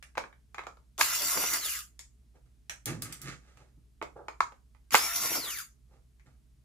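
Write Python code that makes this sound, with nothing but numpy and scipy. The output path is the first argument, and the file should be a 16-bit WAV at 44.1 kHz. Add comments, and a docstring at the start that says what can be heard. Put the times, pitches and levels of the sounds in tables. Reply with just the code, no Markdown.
"""Close to the microphone, on a table in a small room with a low, beating hum: a hollow plastic mask.
The bit of a small corded screwdriver taps about for a screw head, ringing the shell. At 1 s the motor
kicks the screw loose with a knock, whines up to speed and coasts down. Tool and cord click and drag
over the mask, and the bit taps for a second screw. Near 5 s that one is backed out too, over a faint
squeak; the motor runs down and a last soft rub and click follow."""
import sys
import numpy as np
from scipy import signal
from scipy.fft import rfft, irfft, next_fast_len
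from scipy.io import wavfile
from scipy.ndimage import uniform_filter1d, map_coordinates

SR = 44100
rng = np.random.default_rng(int(sys.argv[2]) if len(sys.argv) > 2 else 0)


def generate_wav(sig):
    """Save sig (samples, or channels by samples) to the path in sys.argv[1] as 16-bit PCM at SR."""
    pcm = np.round(np.clip(np.atleast_2d(sig).T, -1, 1) * 32767).astype(np.int16)
    wavfile.write(sys.argv[1], SR, pcm)


N = 292824
TIME = np.arange(N) / SR
BARS = 12  # on the motor's commutator


def amp(db):
    """Decibels to gain."""
    return 10 ** (np.asarray(db) / 20)


def unit(x):
    """x at rms 1."""
    return x / np.sqrt(np.mean(x ** 2) + 1e-20)


def along(points, hz):
    """(f/Hz, value) points read on a log axis."""
    f, v = np.transpose(points)
    return np.interp(np.log(hz + 1), np.log(f + 1), v)


def wobble(rate):
    """A smooth random curve, rate knots a second."""
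    return map_coordinates(rng.standard_normal(int(N * rate / SR) + 4), [TIME * rate])


def filtered(x, response):
    """x times a response of frequency."""
    n = x.shape[-1]
    m = next_fast_len(n + 8192)
    return irfft(rfft(x, m) * response(np.fft.rfftfreq(m, 1 / SR)), m)[..., :n]


def coloured(x, spectrum, size=2048):
    """x through a minimum-phase filter with the (f/Hz, level/dB) shape, at rms 1."""
    cepstrum = irfft(np.log(amp(along(spectrum, np.fft.rfftfreq(size, 1 / SR)))))
    cepstrum[1:size // 2] *= 2
    cepstrum[size // 2 + 1:] = 0
    impulse = irfft(np.exp(rfft(cepstrum)))
    return unit(signal.fftconvolve(np.atleast_2d(x), impulse[None], axes=1)[:, :x.shape[-1]])


def grains(rate, spread_db):
    """Tiny impacts of uneven size, rate a second."""
    hits = rng.random(N) < rate / SR
    return unit(hits * rng.standard_normal(N) * amp(spread_db * rng.standard_normal(N)))


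def burst(colour, rise, t60):
    """Stereo noise that starts sharply and dies at once."""
    t = np.arange(SR // 2) / SR
    envelope = (1 - np.exp(-t / rise)) * amp(-60 * t / t60)
    noise = coloured(rng.standard_normal((2, len(t))) * envelope, colour)
    return noise * np.sqrt(np.mean(envelope ** 2))


def swell(s, rise, t60):
    """An envelope that builds for rise seconds up to time s and then dies away."""
    return np.clip(1 + (TIME - s) / rise, 0, 1) ** 2 * amp(-60 * np.maximum(TIME - s, 0) / t60)


def patchy(x, depth_db):
    """The colour of x flickers in small patches of time and frequency."""
    z = signal.stft(x, nperseg=512)[2]
    field = uniform_filter1d(rng.standard_normal(z.shape[-2:]), size=6, axis=0)
    field = uniform_filter1d(field, size=7, axis=1)
    return signal.istft(z * amp(depth_db * unit(field)), nperseg=512)[1][..., :N]


def add(track, s, sound):
    """Mix a stereo sound into the track at time s."""
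    part = track[:, max(round(s * SR), 0):][:, :sound.shape[1]]
    part += sound[:, :part.shape[1]]


def in_room(x, wet_db, pan_db, lead_s=.0001, early_db=-3, early_t60=0.21, shared=0.31):
    """x at a close microphone pair, with quick reflections off table and hands and the room's tail."""
    # the small room's decay: f/Hz, t60/s
    room = [(200, 0.52), (530, 0.24), (1300, 0.24), (3700, 0.17), (8000, 0.3), (15000, 0.049)]
    hz, t, noise = signal.stft(rng.standard_normal((3, SR // 2)), SR, nperseg=256)
    decay = amp(-60 * t / along(room, hz)[:, None]) + amp(early_db - 60 * t / early_t60)
    tails = signal.istft(noise * decay, SR, nperseg=256)[1]
    tails *= 1 - np.exp(-np.arange(tails.shape[1]) / SR / 0.00069)
    tails = tails[:2] + shared * tails[2]
    tails /= np.linalg.norm(tails, axis=1, keepdims=True)
    sides = np.array([[1], [-1]])
    direct = filtered(x, lambda f: np.exp(1j * np.pi * f * lead_s * sides))  # reaches the left first
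    echo = signal.fftconvolve(np.atleast_2d(x), tails, axes=1)[:, :x.shape[-1]]
    return amp(sides * pan_db / 2) * (direct + amp(wet_db) * echo)


def room_tone(noise_db=-66, hum_pan_db=-2):
    """Faint, steady background noise, and a low hum whose close tones beat."""
    # spectrum of the background noise: f/Hz, level/dB
    noise_colour = [(12, -63), (20, -35), (41, -10.5), (65, -10.5), (88, -25.5), (119, -12), (145, -21.5),
                    (233, -23.5), (375, -34.5), (443, -32.5), (496, -49.5), (637, -37), (733, -44.5),
                    (10100, -48), (15800, -58.5)]
    # how alike the background noise is at left and right: f/Hz, likeness
    likeness = [(60, 0.59), (180, 0.66), (550, 0.22), (1650, 0.08), (4970, 0.44), (15000, 1)]
    # tones of the hum: f/Hz, level/dB
    hum_tones = [(61, -59.5), (47.5, -67), (60, -82), (126.4, -73.5)]

    def mid_and_side(hz):
        width = np.arccos(np.clip(along(likeness, hz), 0, 1)) / 2
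        return amp(along(noise_colour, hz)) * [np.cos(width), np.sin(width)]

    mid, side = filtered(rng.standard_normal((2, N)), mid_and_side)
    noise = amp(noise_db) * unit(np.array([mid + side, mid - side]))
    hum = sum(amp(db + 0.32 * wobble(1)) * np.sin(2 * np.pi * hz * TIME + .5 * wobble(15))
              for hz, db in hum_tones)
    return noise + hum * amp([[hum_pan_db / 2], [-hum_pan_db / 2]])


def clicks():
    """Small hard parts of switch and cord snap with a bright tick and almost no ring."""
    # the snaps: t/s, level/dB, clack below 2.3 kHz/dB, fizz above 10 kHz/dB, left-right/dB
    snaps = [(0.026, -33, 2, -5, -2.5), (.979, -26.5, -7, -5, 3), (1.992, -29, -6.5, -6.5, 0),
             (2.696, -20.5, 3.5, -4, -1.5), (2.857, -17, -16, 5, 1.5), (3.021, -19, -25, 6, 1),
             (3.125, -24.5, -7, 4, -2), (3.216, -28, -31, 6, -1), (3.572, -44, 9, -5, -6.5),
             (4.907, -27, -1.5, -7, -1.5), (4.923, -22.5, -1, -21, -1), (6.196, -50.5, 9.5, -13, -0.5)]
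    # spectrum of a snap: f/Hz, level/dB
    snap_colour = [(200, -18), (750, -6.5), (1400, -1), (2300, 4.5), (3400, -3.5), (7000, -0.5),
                   (10500, -5), (15000, -9.5)]
    out = np.zeros((2, N))
    for s, db, clack_db, fizz_db, pan_db in snaps:
        tilt = [(2300, clack_db), (3400, 0), (7000, 0), (10500, fizz_db)]
        colour = [(hz, level + along(tilt, hz)) for hz, level in snap_colour]
        tick = amp(db) * burst(colour, rise=0.00094, t60=0.0091)
        add(out, s, in_room(tick, wet_db=2, pan_db=pan_db))
    return out


def shell_taps(ring_rise_s=0.00011):
    """Bit and tool ring the mask briefly; each tap has its own brightness and crack."""
    # the blows: t/s, ring/dB, low modes re ring/dB, high modes re ring/dB, crack/dB, left-right/dB
    blows = [(.153, -42.5, -13.5, 0.5, -55, 1), (0.172, -24.5, -4.5, -0.5, -45, -1.5),
             (.178, -18.5, -5, -2.5, -32, -1), (.238, -34.5, -8, -3, -63, -4),
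             (.327, -53.5, -12, 6.5, -69, -3), (.545, -39, -12, 3.5, -46, 0.5),
             (.582, -28.5, -10.5, 0.5, -47, -3.5), (.591, -28.5, -11.5, -2, -48, 0),
             (0.636, -42.5, -5.5, 1.5, -55, 0.5), (.668, -31.5, -5, -5, -44.5, -2.5),
             (0.77, -50.5, -6, -9, -63.5, 0), (1.011, -12, -23.5, 4, -14, 0),
             (1.373, -26, -3.5, 2, -45, -2), (1.438, -27.5, -5, -1, -32, -1.5),
             (4.015, -24, -11, -7, -61.5, -5.5), (4.025, -30.5, 2, 0.5, -40.5, -1.5),
             (4.283, -27.5, -9.5, -2.5, -43, -1.5), (4.405, -8.5, -23.5, -9.5, -30, -1),
             (4.521, -46, -3, -2.5, -57.5, -2), (4.748, -60, -6, 1, -72, -14),
             (4.944, -6.5, -9, -1, -26.5, -4.5), (4.951, -13, -15.5, 7, -12.5, 0.5),
             (5.355, -29, -3.5, -15, -30, -1)]
    # modes of the plastic shell: f/Hz, level/dB, t60/s
    shell = [(202, -19.5, 0.031), (275, -13.5, 0.028), (428, -3, 0.02), (556, -2, 0.024),
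             (671.5, -3.5, .02), (894, 2, .018), (985, 6, 0.0077), (1245, 1.5, 0.012), (1530, -1.5, 0.014),
             (1580, 2, 0.011), (1874, -3, 0.0074), (2195, -2.5, 0.014), (2520, -9, 0.017),
             (3100, -10.5, 0.0069), (3830, -17.5, 0.015)]
    # spectrum of the contact's crack: f/Hz, level/dB
    crack_colour = [(1530, -32.5), (2600, -4.5), (3160, -7), (5050, -6), (5910, -9.5), (6970, -5.5),
                    (8530, -18), (11400, -21), (15500, -24)]
    out, t = np.zeros((2, N)), np.arange(SR // 2) / SR
    hz, mode_db, t60 = np.transpose(shell)[:, :, None]
    polarity = (-1) ** np.arange(len(hz))[:, None]
    for s, ring_db, low_db, high_db, crack_db, pan_db in blows:
        tilt = [(600, low_db), (950, 0), (1280, 0.0073), (1600, high_db)]
        strike_db = along(tilt, hz) + rng.normal(0, 1, hz.shape)
        pitch = hz * (1 + rng.normal(0, 0.036, hz.shape))  # the grip bends the shell a little
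        modes = polarity * amp(mode_db + strike_db - 60 * t / t60) * np.sin(2 * np.pi * pitch * t)
        ring = amp(ring_db) * (1 - np.exp(-t / ring_rise_s)) * modes.sum(axis=0)
        crack = amp(crack_db) * burst(crack_colour, rise=0.00038, t60=.017)
        wet_db = np.interp(ring_db, [-25, -7], [-2.5, -9])  # loud blows face the microphone: drier
        add(out, s, in_room(ring, wet_db, pan_db) + in_room(crack, wet_db=-0.5, pan_db=pan_db))
    return out


def shaft_speed(on, off, tight_hz, top_hz, spin_up_s=.034, loosen_s=.15, coast_s=.75, friction_hz_s=1056):
    """Turns a second: quick spin-up, a slow gain as the screw loosens, then drag and dry friction."""
    driven, free = np.clip(TIME, on, off) - on, np.maximum(TIME - off, 0)
    speed = tight_hz * (1 - np.exp(-driven / spin_up_s))
    speed += (top_hz - tight_hz) * (1 - np.exp(-driven / loosen_s))
    drag = np.exp(-free / coast_s)
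    return np.maximum(speed * drag - friction_hz_s * coast_s * (1 - drag), 0)


def brushes(angle, once_a_turn, hiss, sizzle, rasp_db=2.5):
    """Brushes hiss over the commutator's bars; their sparks sizzle above about 8 kHz."""
    # spectrum of the sliding contact: f/Hz, level/dB
    brush_colour = [(1650, -31), (2800, -4), (3080, -9.5), (4260, -8), (4750, -2.5), (5260, -7), (5650, -5),
                    (6630, -2), (7280, -2.5), (8290, -11), (11200, -1), (13700, -5), (14500, -1),
                    (15500, -9), (15800, -28)]
    contact = once_a_turn * (1 + .5 * np.cos(BARS * angle)) * amp(rasp_db * wobble(220))
    noise = coloured(contact * (rng.standard_normal((2, N)) + grains(4000, spread_db=-2)), brush_colour)
    sparks = filtered(noise, lambda f: np.clip((f - 7800) / 1200, 0, 1))
    return hiss * unit(noise - sparks) + sizzle * unit(sparks)


def gear_rattle(once_a_turn, slack):
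    """The gears rattle in their casing; the deep part needs speed or load and fades as they go slack."""
    # spectrum of the gears: f/Hz, level/dB
    gear_colour = [(410, -34), (700, -9), (765, -11), (1000, -2), (1370, -0.5), (1790, -4.5), (2080, 0.5),
                   (3010, -15), (3600, -5.5), (4680, -39.5), (7920, -120)]
    rattle = coloured(once_a_turn * grains(5000, spread_db=2), gear_colour)
    casing = filtered(rattle, lambda f: np.clip((1200 - f) / 200, 0, 1))
    return rattle - slack * casing


def screw_grind(torque, speed_ratio, loosest_s, bite_db=10.5, half_width_s=0.15, uneven_db=3.5):
    """The screw bites in its thread under torque, then grinds again as it wobbles loose."""
    # spectrum of the thread: f/Hz, level/dB
    thread_colour = [(65, -37.5), (110, -6), (189, -12.5), (269, -3), (485, -6.5), (679, -3), (793, -7.5),
                     (1100, -3.5), (1430, -33.5), (2420, -120)]
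    bite = amp(bite_db) * torque ** 2
    loose = speed_ratio ** 2 / (1 + ((TIME - loosest_s) / half_width_s) ** 2)
    thread = coloured(grains(1200, spread_db=2), thread_colour)
    return (bite + loose) * amp(uneven_db * wobble(35)) * thread


def motor_whine(speed, angle, coasting):
    """Tones at multiples of the shaft speed; those above the commutator's soften as the shaft slows."""
    # motor tones: multiple of the shaft speed, level under power/dB, level coasting/dB
    orders = [(1.45, 1, -20), (2.9, -9, -25), (3, -16, -9), (4.35, -7, -25), (6, -19, -12), (12, -.5, 2.5),
              (13, -14, -18), (24, -8, -6), (36, -40, -5)]
    # how well the housing radiates them: f/Hz, gain/dB
    housing = [(400, -24), (900, -14), (1300, -4), (2500, -4), (4000, 0), (5500, 1), (7000, 2), (8500, -10),
               (10500, 0), (12500, -2), (15000, -12), (17000, -60)]
    softening_db = 1.4 * np.clip(speed / 210 - 1, -1, 0)
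    whine = np.zeros(N)
    for order, driven_db, free_db in orders:
        db = driven_db + (free_db - driven_db) * coasting
        db += along(housing, order * speed) + softening_db * max(order - BARS, 0)
        whine += amp(db + wobble(25)) * np.sin(order * angle)
    return whine


def screwdriver(run, levels, chop=0.31, flutter_db=1.86, attack_s=0.033, quiet_below_hz=126):
    """One run, close up: brushes, gears, screw and whine follow the shaft's speed and load."""
    on, off, _, top_hz = run
    hiss_db, sizzle_db, gear_db, thread_db, loosest_s, pan_db = levels
    speed = shaft_speed(*run)
    speed_ratio = speed / top_hz
    coasting = np.clip((TIME - off) / 0.034, 0, 1)
    torque = (1 - speed_ratio) * (1 - coasting)  # greatest at the start, gone at full speed
    attack = np.clip((TIME - on) / attack_s, 0, 1) ** 2
    pace = (speed / quiet_below_hz) ** 5.1  # the noise fades steeply at low speed
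    running = attack * pace / np.hypot(1, pace) * amp(flutter_db * wobble(25))
    blur = (.005 + .009 * coasting) * wobble(300)  # without drive the gears run slack and tones blur
    angle = 2 * np.pi * np.cumsum(speed * (1 + blur)) / SR
    once_a_turn = 1 + chop * np.cos(angle)

    def gain(db, torque_db, coast_db):
        return running * amp(db + torque_db * torque + coast_db * coasting)

    hiss = gain(hiss_db, torque_db=9.5, coast_db=-5.5)
    sizzle = gain(sizzle_db, torque_db=7, coast_db=-5.5)
    gears = gain(gear_db, torque_db=19, coast_db=-4.5)
    noise = brushes(angle, once_a_turn, hiss, sizzle)
    noise += gears * gear_rattle(once_a_turn, slack=coasting * (1 - speed_ratio ** 3))
    noise += running * amp(thread_db) * screw_grind(torque, speed_ratio, loosest_s)
    whine = hiss * (1 - torque) ** 2 * motor_whine(speed, angle, coasting)
    whine = in_room(whine, wet_db=-5.5, pan_db=pan_db, lead_s=.00003)
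    noise = in_room(noise, wet_db=-1, pan_db=pan_db, lead_s=.00003)
    return whine + patchy(noise, depth_db=2.8)


def handling():
    """A little to the right, cord and tool bump the hollow shell and stick and slip across it."""
    # slides over the mask: peak t/s, rise/s, t60/s, bump/dB, rub/dB, scrape/dB
    slides = [(2.36, 0.03, 0.16, -66, -65, -73.5), (2.461, 0.016, 0.18, -72, -80, -78.5),
              (2.88, 0.028, 0.2, -40.5, -45.5, -39), (2.934, 0.1, 0.41, -36, -56.5, -69),
              (3.025, 0.017, .4, -50, -60.5, -49), (3.11, 0.035, 0.2, -60.5, -64, -54.5),
              (3.287, 0.12, 0.21, -42.5, -58, -46.5), (3.33, 0.09, 0.12, -61, -62.5, -55),
              (3.49, 0.15, 0.53, -70.5, -71.5, -69), (3.61, 0.081, 0.3, -68.5, -65.5, -70),
              (3.78, 0.024, 0.37, -60.5, -89, -105), (4.167, .018, 0.23, -63.5, -50.5, -73),
              (4.205, .06, 0.16, -69, -53.5, -88), (5.939, 0.075, 0.26, -68, -68, -74.5),
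              (6.265, 0.019, 0.29, -62.5, -69.5, -70.5)]
    # spectra of the deep bump, the dull rub and the bright scrape: f/Hz, level/dB
    bump_colour = [(41, -34.5), (80, -14), (114, 3.5), (162, -0.5), (188, -10.5), (284, -4.5), (356, -10),
                   (520, -47.5), (680, -54), (1140, -120)]
    rub_colour = [(200, -26.5), (400, 8), (700, 5), (1000, 0), (1600, -8), (3000, -69.5)]
    scrape_colour = [(600, -71), (1200, 1.5), (1600, -0.5), (2300, -1.5), (3000, -9), (7000, -9),
                     (14000, -33)]
    bump, rub, scrape = sum(amp(db)[:, None] * swell(s, rise, t60) for s, rise, t60, *db in slides)
    bumps = bump * coloured(grains(1500, spread_db=1), bump_colour)
    slips = rub * coloured(grains(2000, spread_db=2), rub_colour)
    scratches = scrape * coloured(grains(3000, spread_db=2.5), scrape_colour)
    return in_room(bumps, wet_db=-12, pan_db=-2.5) + in_room(slips + scratches, wet_db=-3, pan_db=-3.5)


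def squeak(hz=1590):
    """A faint, wavering squeak, a little to the left, as the second run starts."""
    # the squeak's swell: peak t/s, rise/s, t60/s, level/dB
    shape = (5, 0.2, 0.8, -73)
    s, rise, t60, db = shape
    tone = amp(db) * swell(s, rise, t60) * np.sin(2 * np.pi * hz * TIME + wobble(60))
    return in_room(tone, wet_db=-4.5, pan_db=2.5)


def scene():
    """Two screws come out at the table, with the handling and the room around them."""
    # the motor's runs: on t/s, off t/s, shaft against the tight screw f/Hz, shaft at top speed f/Hz
    runs = [(.972, 1.536, 398.7, 491.8), (4.906, 5.347, 416.2, 489.9)]
    # each run's mix: hiss/dB, sizzle/dB, gears/dB, thread/dB, screw wobbles most t/s, left-right/dB
    run_levels = [(-40, -37.5, -47, -48, 1.41, 0), (-36, -33, -43, -48.5, 5.35, 1)]
    tool = sum(screwdriver(run, levels) for run, levels in zip(runs, run_levels))
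    return tool + shell_taps() + clicks() + handling() + squeak() + room_tone()


def record(dry, top_hz=15600):
    """The recorder keeps nothing above its band limit."""
    return filtered(dry, lambda hz: 1 / (1 + (hz / top_hz) ** 160))


dry = scene()
out = record(dry)
generate_wav(out)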